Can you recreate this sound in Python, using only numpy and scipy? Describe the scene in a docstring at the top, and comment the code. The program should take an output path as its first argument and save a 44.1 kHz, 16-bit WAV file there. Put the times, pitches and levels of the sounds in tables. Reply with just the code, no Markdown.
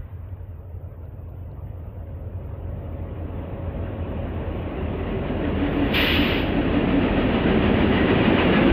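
"""At the foot of an embankment, diesel locomotives at low throttle roll towards a small camera and pass beside it.
Sine tones locked to the crankshaft, over noise, make the throbbing exhausts and the blower whine.
Shaped noise makes the running gear, which roars and brightens as it nears, and one blow-off of an air valve.
Panels and wheels sing as swelling tones; faint ticks and clicks are short puffs and impulses.
The camera's case and microphone port colour the treble; it limits peaks and hisses faintly."""
import sys
import numpy as np
from scipy import signal
from scipy.fft import rfft, irfft, next_fast_len
from scipy.io import wavfile
from scipy.ndimage import uniform_filter1d, minimum_filter1d, map_coordinates

SR = 44100
rng = np.random.default_rng(int(sys.argv[2]) if len(sys.argv) > 2 else 0)


def dump_mix(stems):
    """Bounce the given channels to the path in sys.argv[1] as a 16-bit WAV at rate SR."""
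    frames = np.atleast_2d(stems).T  # one column per channel
    limited = np.clip(frames, -1, 1)  # hard clip at full scale
    pcm = np.round(limited * 32767).astype(np.int16)
    wavfile.write(sys.argv[1], SR, pcm)


N = 384552  # length in samples

# Engine loudness over time: t/s, upper tones level/dB, deep tone level/dB, rumble level/dB
ENGINE_LEVELS = [(0, -36.5, -46, -42), (2, -39.5, -48, -36), (4, -34.5, -40, -32.5),
                 (5.5, -33.5, -33.5, -32), (7, -35.5, -34.5, -27), (8.72, -35.5, -40.5, -27.5)]
# Uneven cylinders sound many multiples of the shaft rate: multiple, relative level/dB
EXHAUST_ORDERS = [(9, -19), (10, -9.5), (12, -16), (13, -15), (15, 5), (16, -2.5), (17, -1.5), (18, -5)]
# Colour of the exhaust rumble: f/Hz, relative level/dB per Hz
RUMBLE_COLOUR = [(20, -45), (33, -21), (40, -9.5), (59, -4), (86, -2), (99, -2.5), (119, -7.5), (150, -12),
                 (200, -39.5), (330, -120)]
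# Blower gears: multiple of the shaft rate, start t/s, end t/s, level at start/dB, growth/dB per s
BLOWER_WHINES = [(100, 2.1, 4.1, -50, 4.5), (158, 3.3, 4.0, -57, 0), (200, 3.3, 5.9, -55, 2.5)]
# Running gear and engine rooms: t/s, roar level/dB, clatter level/dB
ROLLING_LEVELS = [(0.0, -49, -58), (0.68, -46.5, -63.5), (2.2, -43, -59), (3.06, -37.5, -53.5),
                  (3.74, -34, -49), (4.73, -30.5, -44), (5.4, -27, -40.5), (5.9, -24.5, -34.5),
                  (6.85, -23, -35), (7.3, -22, -33), (7.84, -21.5, -31), (8.72, -18, -26.5)]
# Train colour when hidden behind the bank: f/Hz, relative level/dB per Hz
HIDDEN_COLOUR = [(76, -34.5), (130, 0.5), (222, -11.5), (288, -8.5), (356, -16), (428, -11.5), (462, -15),
                 (498, -10.5), (666, -14.5), (800, -23.5), (850, -19), (1090, -24), (1690, -33),
                 (2800, -41), (3800, -58), (4300, -76), (5000, -87.5), (6500, -92), (11000, -120)]
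# Train colour when alongside: f/Hz, relative level/dB per Hz
ALONGSIDE_COLOUR = [(76, -39), (130, -13.5), (183, 0), (262, 0.5), (370, -3.5), (474, -7.5), (618, -10),
                    (1150, -22), (1460, -22.5), (1870, -19.5), (2150, -22.5), (2760, -19), (3490, -30),
                    (4990, -50), (5400, -65), (7020, -93), (11900, -120)]
# Clatter beats, regular short swells of the clatter: first beat t/s, limit for last beat t/s, beats per s,
# level rise/dB
CLATTER_BEATS = [(5.1, 5.66, 5.45, 2.5), (6.754, 8.56, 6.66, 3)]
# The near train's highest hiss: f/Hz, relative level/dB per Hz
RUSTLE_COLOUR = [(3240, -43), (5500, -12), (6050, -8), (6570, -20.5), (7010, -22.5), (9750, -19.5),
                 (13600, 1.5), (14300, 2), (15500, -13.5)]
# Body panels and wheels that sing for a while: middle t/s, length/s, f/Hz, level/dB
SINGING_PARTS = [(.6, 1.4, 439, -58), (4.5, .5, 432, -44.5), (5.85, 0.16, 699, -39), (6.0, .4, 547, -36),
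                 (6.9, .61, 185, -30.5), (7.1, .67, 255, -27.5), (7.5, .54, 175, -27.5),
                 (7.75, 0.7, 212, -22), (7.9, 1.3, 377.5, -26.5), (7.98, .15, 1895, -33.5),
                 (8.1, 0.8, 255, -29.5), (8.18, 1.1, 197, -33), (8.2, .36, 1970, -40.5),
                 (8.55, .17, 1696, -31.5), (8.58, .3, 345, -25)]
# Panels struck once a shaft turn: middle t/s, length/s, f/Hz, level/dB, moment of one throb peak t/s
THROBBING_PANELS = [(5.05, .75, 383, -33, 4.98), (6.3, 1.8, 284.5, -21.5, 6.2)]
# Valve jet, first its body and then its top: seep level/dB, cracked level/dB, open level/dB,
# peak level/dB, pressure loss/dB per s, closing/dB per s
VALVE_LEVELS = [(-60, -35.5, -24.5, -21, 24, 109.5), (-69, -59, -45, -39.5, 48.5, 100)]
# Colour of the jet's body: f/Hz, relative level/dB per Hz
JET_BODY_COLOUR = [(470, -36.5), (800, -15), (983, -7.5), (1180, -9), (1260, -6.5), (1630, -6),
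                   (1850, -2.5), (2190, -1.5), (2860, 2), (3860, -10.5), (5300, -25), (6890, -57),
                   (11700, -120)]
# Colour of the jet's top: f/Hz, relative level/dB per Hz
JET_TOP_COLOUR = [(3120, -48.5), (5300, -18.5), (6180, -18.5), (8010, -30.5), (9950, -20.5), (10300, -19.5),
                  (10900, -22.5), (12300, -15), (13600, -0.5), (15500, -16)]
# Faint dull ticks: t/s, peak level/dB, f/Hz
DULL_TICKS = [(.287, -57, 3030), (1.054, -69, 3740), (1.292, -69, 3600), (1.514, -65, 3950),
              (2.44, -75, 4600)]
# Tiny sharp clicks: t/s, peak level/dB
SHARP_CLICKS = [(7.7687, -55), (7.829, -56), (7.9088, -63), (7.9488, -52), (8.129, -58), (8.27, -65),
                (8.4886, -50.5)]
# The camera case rings along: f/Hz, width/Hz, boost level/dB
CASE_PEAKS = [(1257, 34, 2.5), (1543, 31, 2.5), (1660, 28, 1.5), (1876, 22, 4.5), (2004, 27, 4.5),
              (2367, 38, 2), (2470, 47, 3), (2900, 57, 3), (3270, 44, 3), (3360, 62, 3.5), (3500, 18, 4.5),
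              (3810, 31, 5), (4180, 25, 1.5)]
# Dips of the microphone port: f/Hz, width/Hz, change of level/dB
PORT_DIPS = [(5520, 290, -13), (6560, 110, -40.5), (7500, 57, -22.5), (8040, 81, -29), (8740, 200, -14),
             (10900, 200, -7.5)]
# Colour of the microphone hiss: f/Hz, relative level/dB per Hz
HISS_COLOUR = [(2650, -58), (4500, -21.5), (5390, -33), (10300, -23.5), (11100, -16), (12400, -7.5),
               (13600, 2.5), (14400, -5.5), (15200, -12), (15500, -14)]

# Crankshaft turns per s, train speed, nearest distance and its moment
SHAFT_HZ, SPEED_M_S, TRACK_M, ABREAST_S = 5.28, 17.5, 16, 6.3
FADE_DB_PER_S = 25  # how fast a whine comes in and dies away
# Clatter levels of a hidden and a clear train; the clearest view reached (1 = fully clear)
HIDDEN_DB, IN_VIEW_DB, NEAREST = -66, -28, .82
RUSTLE_DB, RUSTLE_GROWS = -69, 1.3  # level at the loudest clatter; dB per dB of clatter
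SING_WANDER_PER_S, THROB_WANDER_PER_S = 20, 9  # how often the tones waver
THROB_DEPTH_DB, THROB_SCATTER_DB = 16, 2
# The valve seeps, cracks, opens, peaks, closes; STEP_S is how long each sudden step takes
LEAK_S, CRACK_S, OPEN_S, PEAK_S, SHUT_S, STEP_S = 5.71, 5.92, 5.945, 5.977, 6.38, .011
CLICK_HZ, CLICK_WIDTH_HZ = 11500, 3000
CEILING = .43  # limiter threshold (1 = full scale)
HISS_DB, FLICKER_ABOVE_HZ = -76, 10700  # the hiss is steady below this frequency
TOP_HZ = 15680  # nothing passes from here up


def engines():
    """Each exhaust tone is a multiple of the shaft rate, over pipe rumble; blower gears whine higher up."""
    tone_db, deep_db, rumble_db = curves(ENGINE_LEVELS)
    angle = shaft()

    def exhaust_tone(multiple):
        """One shaft multiple, wavering in strength and phase."""
        strength = amp(1.5 * wobble(1.2))
        phase = rng.uniform(0, 2 * np.pi) + .5 * wobble(1.5)
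        return strength * np.sin(multiple * angle + phase)

    tones = sum(amp(db) * exhaust_tone(multiple) for multiple, db in EXHAUST_ORDERS)
    deep = exhaust_tone(8)
    rumble = noise(RUMBLE_COLOUR)
    exhaust = amp(tone_db) * unit(tones) + amp(deep_db) * unit(deep) + amp(rumble_db) * rumble
    return exhaust + blower(angle)


def blower(angle):
    """The blower gears sound high multiples of the shaft rate, so their whine follows the shaft."""
    t = np.arange(N) / SR
    whine = np.zeros(N)
    for multiple, start, end, db, growth_db in BLOWER_WHINES:
        outside_s = np.maximum(np.maximum(start - t, t - end), 0)
        level_db = db + growth_db * (t - start) - FADE_DB_PER_S * outside_s + 1.8 * wobble(6)
        whine += amp(level_db) * np.sin(multiple * angle + .7 * wobble(12))
    return whine


def shaft():
    """Crankshaft angle as heard: the pitch drops as the train goes by, as approach turns to departure."""
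    ahead_m = SPEED_M_S * (ABREAST_S - np.arange(N) / SR)
    approach_m_s = SPEED_M_S * ahead_m / np.hypot(ahead_m, TRACK_M)
    return turns(SHAFT_HZ * (1 + approach_m_s / 343))  # 343 m/s is the speed of sound


def rolling():
    """A low roar under a swelling clatter; bank and air hide the treble until the train is near."""
    hz, t, z = signal.stft(rng.standard_normal(N), SR, nperseg=1024)
    at = np.minimum((t * SR).astype(int), N - 1)
    roar_curve, clatter_curve = curves(ROLLING_LEVELS)
    roar_db, clatter_db = roar_curve[at], clatter_curve[at]
    near = np.clip((clatter_db - HIDDEN_DB) / (IN_VIEW_DB - HIDDEN_DB), 0, NEAREST)

    # blend the hidden colour into the near one
    far_db = np.outer(along(HIDDEN_COLOUR, hz), 1 - near)
    near_db = np.outer(along(ALONGSIDE_COLOUR, hz), near)
    colour = amp(far_db + near_db)
    # roar hands over to clatter between 640 and 1280 Hz
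    high = np.clip(np.log2(hz / 640 + 1e-3), 0, 1)[:, None]
    roar = amp(roar_db) * unit_frames(colour * np.sqrt(1 - high))
    clatter = amp(clatter_db + clatter_beats(t)) * unit_frames(colour * np.sqrt(high))

    # moving air mottles far sound most: smooth random patches in time and pitch
    patches = rng.standard_normal(z.shape)
    for axis in (0, 1):
        patches = uniform_filter1d(patches, size=4, axis=axis)
    depth_db = .4 + high * (.7 + 2.6 * (1 - near) ** 2)
    mottle = amp(depth_db * unit(patches))
    train = signal.istft(z * np.hypot(roar, clatter) * mottle, SR, nperseg=1024)[1][:N]
    return train + rustle(clatter_curve)


def unit_frames(part):
    """Scale each time frame to rms 1 across pitch."""
    return part / np.sqrt(np.mean(part ** 2, axis=0))


def clatter_beats(t):
    """Regular short swells of the clatter, in dB."""
    rise_db = 0
    for first, last, rate, db in CLATTER_BEATS:
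        for s in np.arange(first, last, 1 / rate):
            rise_db = rise_db + db * np.exp(-((t - s) / .035) ** 2)
    return rise_db


def rustle(clatter_db):
    """The train's highest hiss: noise that grows faster than the clatter."""
    level_db = RUSTLE_DB + RUSTLE_GROWS * (clatter_db - clatter_db.max()) + 2.5 * wobble(25)
    return amp(level_db) * noise(RUSTLE_COLOUR)


def singing():
    """Panels and wheels ring at their own pitches, swelling and fading; some throb with the shaft."""
    t, angle = np.arange(N) / SR, shaft()

    def swell(middle, length, power):
        """Rise and fall; a higher power gives a flatter top."""
        return np.exp(-(2 * (t - middle) / length) ** power)

    def unsteady_tone(hz, rate):
        """A sine wavering in strength and phase."""
        return amp(1.5 * wobble(rate)) * np.sin(2 * np.pi * hz * t + 1.2 * wobble(rate))

    out = np.zeros(N)
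    for middle, length, hz, db in SINGING_PARTS:
        out += amp(db) * swell(middle, length, 2) * unsteady_tone(hz, SING_WANDER_PER_S)
    for middle, length, hz, db, peak_s in THROBBING_PANELS:
        since_peak = angle - angle[round(peak_s * SR)]
        throb_db = THROB_DEPTH_DB * (np.cos(since_peak) - 1) / 2 + THROB_SCATTER_DB * wobble(5)
        out += amp(db + throb_db) * swell(middle, length, 8) * unsteady_tone(hz, THROB_WANDER_PER_S)
    return out


def valve():
    """Escaping air is a turbulent jet: two layers of noise, fluttering as the pressure falls."""
    body_db, top_db = (opening(*row) for row in VALVE_LEVELS)
    flutter_db = wobble(35)
    body = amp(body_db + flutter_db) * noise(JET_BODY_COLOUR)
    top = amp(top_db + flutter_db + 1.5 * wobble(30)) * noise(JET_TOP_COLOUR)
    return body + top


def opening(seep_db, crack_db, open_db, peak_db, loss_db, closing_db):
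    """Level of a jet layer in dB as the valve moves through its stages."""
    shut_db = peak_db - loss_db * (SHUT_S - PEAK_S)
    return curves([
        (LEAK_S - STEP_S, -120), (LEAK_S, seep_db),
        (CRACK_S - STEP_S, seep_db), (CRACK_S, crack_db),
        (OPEN_S - STEP_S, crack_db), (OPEN_S, open_db),
        (PEAK_S, peak_db), (SHUT_S, shut_db), (SHUT_S + 1, shut_db - closing_db)])[0]


def ticks():
    """Short dull ticks: each a puff of narrow noise that starts fast and dies away."""
    out, t = np.zeros(N), np.arange(N) / SR
    for s, db, hz in DULL_TICKS:
        after = np.maximum(t - s, 0)
        envelope = amp(-60 * after / .02) * (1 - np.exp(-after / .001))  # falls 60 dB in 0.02 s
        puff = envelope * rng.standard_normal(N)
        puff = filtered(puff, lambda f: np.exp(-((f - hz) / 650) ** 2))
        out += amp(db) * puff / np.abs(puff).max()
    return out


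def clicks():
    """Tiny sharp clicks: single impulses with only their treble left."""
    out = np.zeros(N)
    for s, db in SHARP_CLICKS:
        out[round(s * SR)] = amp(db)
    peak = 2 * np.sqrt(np.pi) * CLICK_WIDTH_HZ / SR  # height the filter leaves of an impulse of 1
    return filtered(out, lambda hz: np.exp(-((hz - CLICK_HZ) / CLICK_WIDTH_HZ) ** 2)) / peak


def scene():
    """All the sounds together, with the tiny sharp clicks, as one channel."""
    return (engines() + rolling() + singing() + valve() + ticks() + clicks())[None]


def record(dry):
    """Case and port colour the sound, a limiter holds peaks, the microphone hisses, the top is cut."""
    heard = filtered(dry, lambda hz: amp(bumps(CASE_PEAKS + PORT_DIPS, hz)))
    return filtered(limiter(heard) + microphone_hiss(), lambda hz: hz < TOP_HZ)


def limiter(heard):
    """Turn the gain down smoothly around peaks above the ceiling."""
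    needed = np.minimum(1, CEILING / (np.abs(heard) + 1e-9))
    lowest = minimum_filter1d(needed, size=801)
    return heard * uniform_filter1d(lowest, size=601)


def microphone_hiss():
    """Faint steady noise whose highest treble flickers."""
    hiss = amp(HISS_DB) * noise(HISS_COLOUR)
    top = filtered(hiss, lambda hz: hz > FLICKER_ABOVE_HZ)
    return hiss - top + amp(2.2 * wobble(45)) * top


def bumps(rows, f):
    """Sum of resonance peaks or dips in dB, from rows of f/Hz, width/Hz, level/dB."""
    return sum(db / (1 + ((f - hz) / width * 2) ** 2) for hz, width, db in rows)


def amp(db):
    """Decibels to gain."""
    return 10 ** (np.asarray(db) / 20)


def unit(x):
    """Scale to rms 1."""
    return x / np.sqrt(np.mean(x ** 2) + 1e-20)


def along(points, hz):
    """Read a colour table at any frequency on a log axis; -150 dB outside it."""
    f, v = np.transpose(points)
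    return np.interp(np.log(hz + 1), np.log(f + 1), v, -150, -150)


def curves(rows):
    """One value per sample for each column after the time."""
    s, *columns = np.transpose(rows)
    return [np.interp(np.arange(N) / SR, s, c, c[0], c[-1]) for c in columns]


def wobble(rate):
    """A smooth random curve through rate random points a second."""
    points = rng.standard_normal(int(N * rate / SR) + 4)
    return map_coordinates(points, [np.arange(N) * rate / SR])


def filtered(x, response):
    """Shape x by a gain for each frequency; mirrored ends keep the edges smooth."""
    edge = 4096  # samples
    padding = [(0, 0)] * (x.ndim - 1) + [(edge, edge)]
    x = np.pad(x, padding, mode="reflect", reflect_type="odd")
    m = next_fast_len(N + 2 * edge)
    spectrum = rfft(x, m) * response(np.fft.rfftfreq(m, 1 / SR))
    return irfft(spectrum, m)[..., edge:edge + N]


def noise(colour):
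    """Random noise shaped by a colour table, scaled to rms 1."""
    return unit(filtered(rng.standard_normal(N), lambda hz: amp(along(colour, hz))))


def turns(rate):
    """Running angle in radians of something that turns rate times a second."""
    return 2 * np.pi * np.cumsum(rate) / SR


dry = scene()
out = record(dry)
dump_mix(out)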